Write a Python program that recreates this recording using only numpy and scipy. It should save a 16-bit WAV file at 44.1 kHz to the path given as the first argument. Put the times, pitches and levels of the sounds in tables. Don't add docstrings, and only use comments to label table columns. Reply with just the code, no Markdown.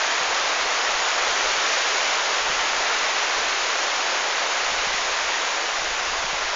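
import sys
import numpy as np
from scipy import signal
from scipy.fft import rfft, irfft, next_fast_len
from scipy.io import wavfile
from scipy.ndimage import uniform_filter1d

SR = 44100
rng = np.random.default_rng(int(sys.argv[2]) if len(sys.argv) > 2 else 0)


def invert_db(level):
    return 10 ** (np.asarray(level, dtype=float) / 20)


def pcm_store(signal):
    levels = np.round(np.clip(np.atleast_2d(signal), -1, 1) * 32767)
    wavfile.write(sys.argv[1], SR, levels.astype(np.int16).T)


N = 288855

# (t/s, rain level/dB, treble lift/dB)
RAIN_COURSE = [(0, -22.5, -1.5), (1.0, -23, -0.1), (1.3, -21.8, -0.9), (1.75, -22.5, 1), (2.5, -23, -0.5),
               (2.85, -22.5, -1), (3.6, -23.5, 0.1), (4.4, -23.5, -0.8), (5.2, -24, 0), (5.7, -25, -0.2),
               (6.55, -25.5, -0.4)]
# (f/Hz, relative level/dB)
RAIN_SPECTRUM = [(60, -55.5), (105, -42.5), (160, -27.5), (250, -18), (330, -12), (430, -6), (650, -1.5),
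                 (1000, -0.26), (1500, -0.76), (2200, -2), (3000, -4.5), (4500, -7.5), (6700, -8)]
NEAR_DROPS_PER_S, NEAR_DROPS_DB = 1400, -13

# (t of the peak/s, peak level/dB)
CASE_BUMPS = [(0.213, -39), (1.58, -45), (2.502, -34.5), (3.398, -44), (4.721, -40), (4.872, -36),
              (4.945, -40), (5.821, -41), (5.913, -45), (6.129, -44), (6.247, -36), (6.334, -36)]
CASE_HZ = 176

# (t/s, level/dB)
BREEZE_COURSE = [(0, -61), (0.9, -57.5), (1.6, -59), (2.3, -63), (2.6, -52), (3.2, -61), (4.5, -62),
                 (4.75, -57), (5.2, -57), (5.65, -62), (6.05, -55), (6.55, -53)]
# (t of full strength/s, hold/s, level/dB)
WIND_GUSTS = [(0.284, 0.038, -50), (0.618, 0.036, -51), (0.893, 0.074, -53), (1.186, 0.034, -51),
              (1.41, 0.084, -52), (2.404, 0.19, -48.5), (2.75, 0.036, -52), (3.359, 0.05, -47),
              (3.46, 0.039, -50), (4.65, 0.032, -52), (4.708, 0.086, -47), (4.842, 0.081, -47),
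              (5.004, 0.036, -53), (5.085, 0.054, -53), (5.227, 0.048, -50), (5.793, 0.13, -45.5),
              (5.983, 0.03, -49), (6.07, 0.17, -46), (6.337, 0.15, -51)]
GUST_RISE_S, GUST_FALL_DB_PER_S = 0.016, 299
# (f/Hz, relative level/dB)
TURBULENCE_SPECTRUM = [(8, -13.5), (20, 0.3), (40, -2), (60, -9.5), (85, -14), (105, -35), (130, -18),
                       (200, -25.5), (300, -35), (600, -73.5)]

# (f/Hz, gain/dB)
ANTI_ALIAS = [(6850, 0.51), (7100, -6), (7500, -25), (7700, -28), (7850, -32), (8000, -43), (8030, -96.5)]
# (f/Hz, gain/dB)
IMAGE_FILTER = [(7970, -67.5), (8000, 1), (8300, -7.5), (8800, -26.5), (9000, -37.5), (9200, -51.5),
                (9400, -90.5)]
SAMPLING_HZ = 16000
CONVERTER_OFFSET = 0.0016


def rain():
    s, level_db, _ = np.transpose(RAIN_COURSE)
    far = evened(far_drops())
    drops = far + invert_db(NEAR_DROPS_DB) * near_drops()
    upper_end = [(7600, -5.5), (9000, -79.5)]  # (f/Hz, relative level/dB)
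    drops = evened(coloured(drops, RAIN_SPECTRUM + upper_end))
    return drops * invert_db(np.interp(np.arange(N) / SR, s, level_db))


def far_drops(patchy_db=0.42, flicker_db=-0.38):
    frames, hz = N // 128 + 5, np.fft.rfftfreq(512, 1 / SR)
    real, imaginary, patches, flicker = rng.standard_normal((frames, 257, 4)).T
    patches = uniform_filter1d(patches, size=6, axis=0)
    patches = evened(uniform_filter1d(patches, size=24, axis=1))
    flicker = uniform_filter1d(flicker, size=40, axis=0)
    flicker = evened(uniform_filter1d(flicker, size=3, axis=1))
    s, _, treble_db = np.transpose(RAIN_COURSE)
    lift_db = np.interp(np.arange(frames) * 128 / SR, s, treble_db)
    share = np.clip(np.log2(hz[:, None] / 1200 + 1e-9) / 2, 0, 1)
    level_db = patchy_db * patches + flicker_db * flicker + lift_db * share
    spectra = (real + 1j * imaginary) * invert_db(level_db)
    return signal.istft(spectra, nperseg=512, noverlap=384)[1][:N]


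def near_drops(spread_db=3.0, cycles=2.0, pitches=24):
    strength = invert_db(spread_db * np.minimum(rng.exponential(1, N), 2.2))
    impacts = strength * (rng.random(N) < NEAR_DROPS_PER_S / SR)
    leaf = rng.integers(0, pitches, N)
    t, out = np.arange(600) / SR, np.zeros(N)
    for k, hz in enumerate(np.geomspace(400, 7000, pitches)):
        tick = np.exp(-t * hz * np.pi / cycles) * np.sin(2 * np.pi * hz * t)
        tick = tick / np.linalg.norm(tick) * np.sqrt(hz)
        out += signal.oaconvolve(impacts * (leaf == k), tick)[:N]
    return evened(out)


def thuds(cycles=0.43):
    t, out = np.arange(N) / SR, np.zeros(N)
    for s, db in CASE_BUMPS:
        near = slice(round(s * SR) - 1500, round(s * SR) + 1500)
        turns = (t[near] - s) * CASE_HZ
        bell = np.exp(-0.5 * (turns / cycles) ** 2)
        out[near] -= invert_db(db) * bell * np.cos(2 * np.pi * turns)
    return out


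def wind(lumpy_db=3.0):
    s, level_db = np.transpose(BREEZE_COURSE)
    t = np.arange(N) / SR
    lumps = uniform_filter1d(rng.standard_normal(N), size=2000)
    lumps = evened(uniform_filter1d(lumps, size=2000))
    power = invert_db(np.interp(t, s, level_db) + lumpy_db * lumps) ** 2
    for full, hold, db in WIND_GUSTS:
        rise = np.clip((t - full) / GUST_RISE_S + 1, 0, 1)
        fall_db = GUST_FALL_DB_PER_S * np.maximum(t - full - hold, 0)
        power += (rise * invert_db(db - fall_db)) ** 2
    turbulence = evened(coloured(rng.standard_normal(N), TURBULENCE_SPECTRUM))
    return turbulence * np.sqrt(power)


def evened(x):
    return x / np.sqrt(np.mean(x ** 2) + 1e-20)


def coloured(x, points):
    size = next_fast_len(N)
    hz = np.arange(size // 2 + 1) * SR / size
    f, db = np.transpose(points)
    gain = invert_db(np.interp(np.log(hz + 1), np.log(f + 1), db))
    return irfft(rfft(x, size) * gain, size)[:N]


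def scene():
    return np.tile(rain() + wind() + thuds(), (2, 1))


def top_cut(x):
    return signal.sosfilt(signal.butter(12, 9270, fs=SR, output="sos"), x)


def record(dry):
    limited = coloured(dry[0], ANTI_ALIAS)
    folded = 2 * limited * np.cos(2 * np.pi * SAMPLING_HZ * np.arange(N) / SR)
    mono = limited + coloured(folded, IMAGE_FILTER) + CONVERTER_OFFSET
    return top_cut(np.tile(mono, (2, 1)))


dry = scene()
out = record(dry)
pcm_store(out)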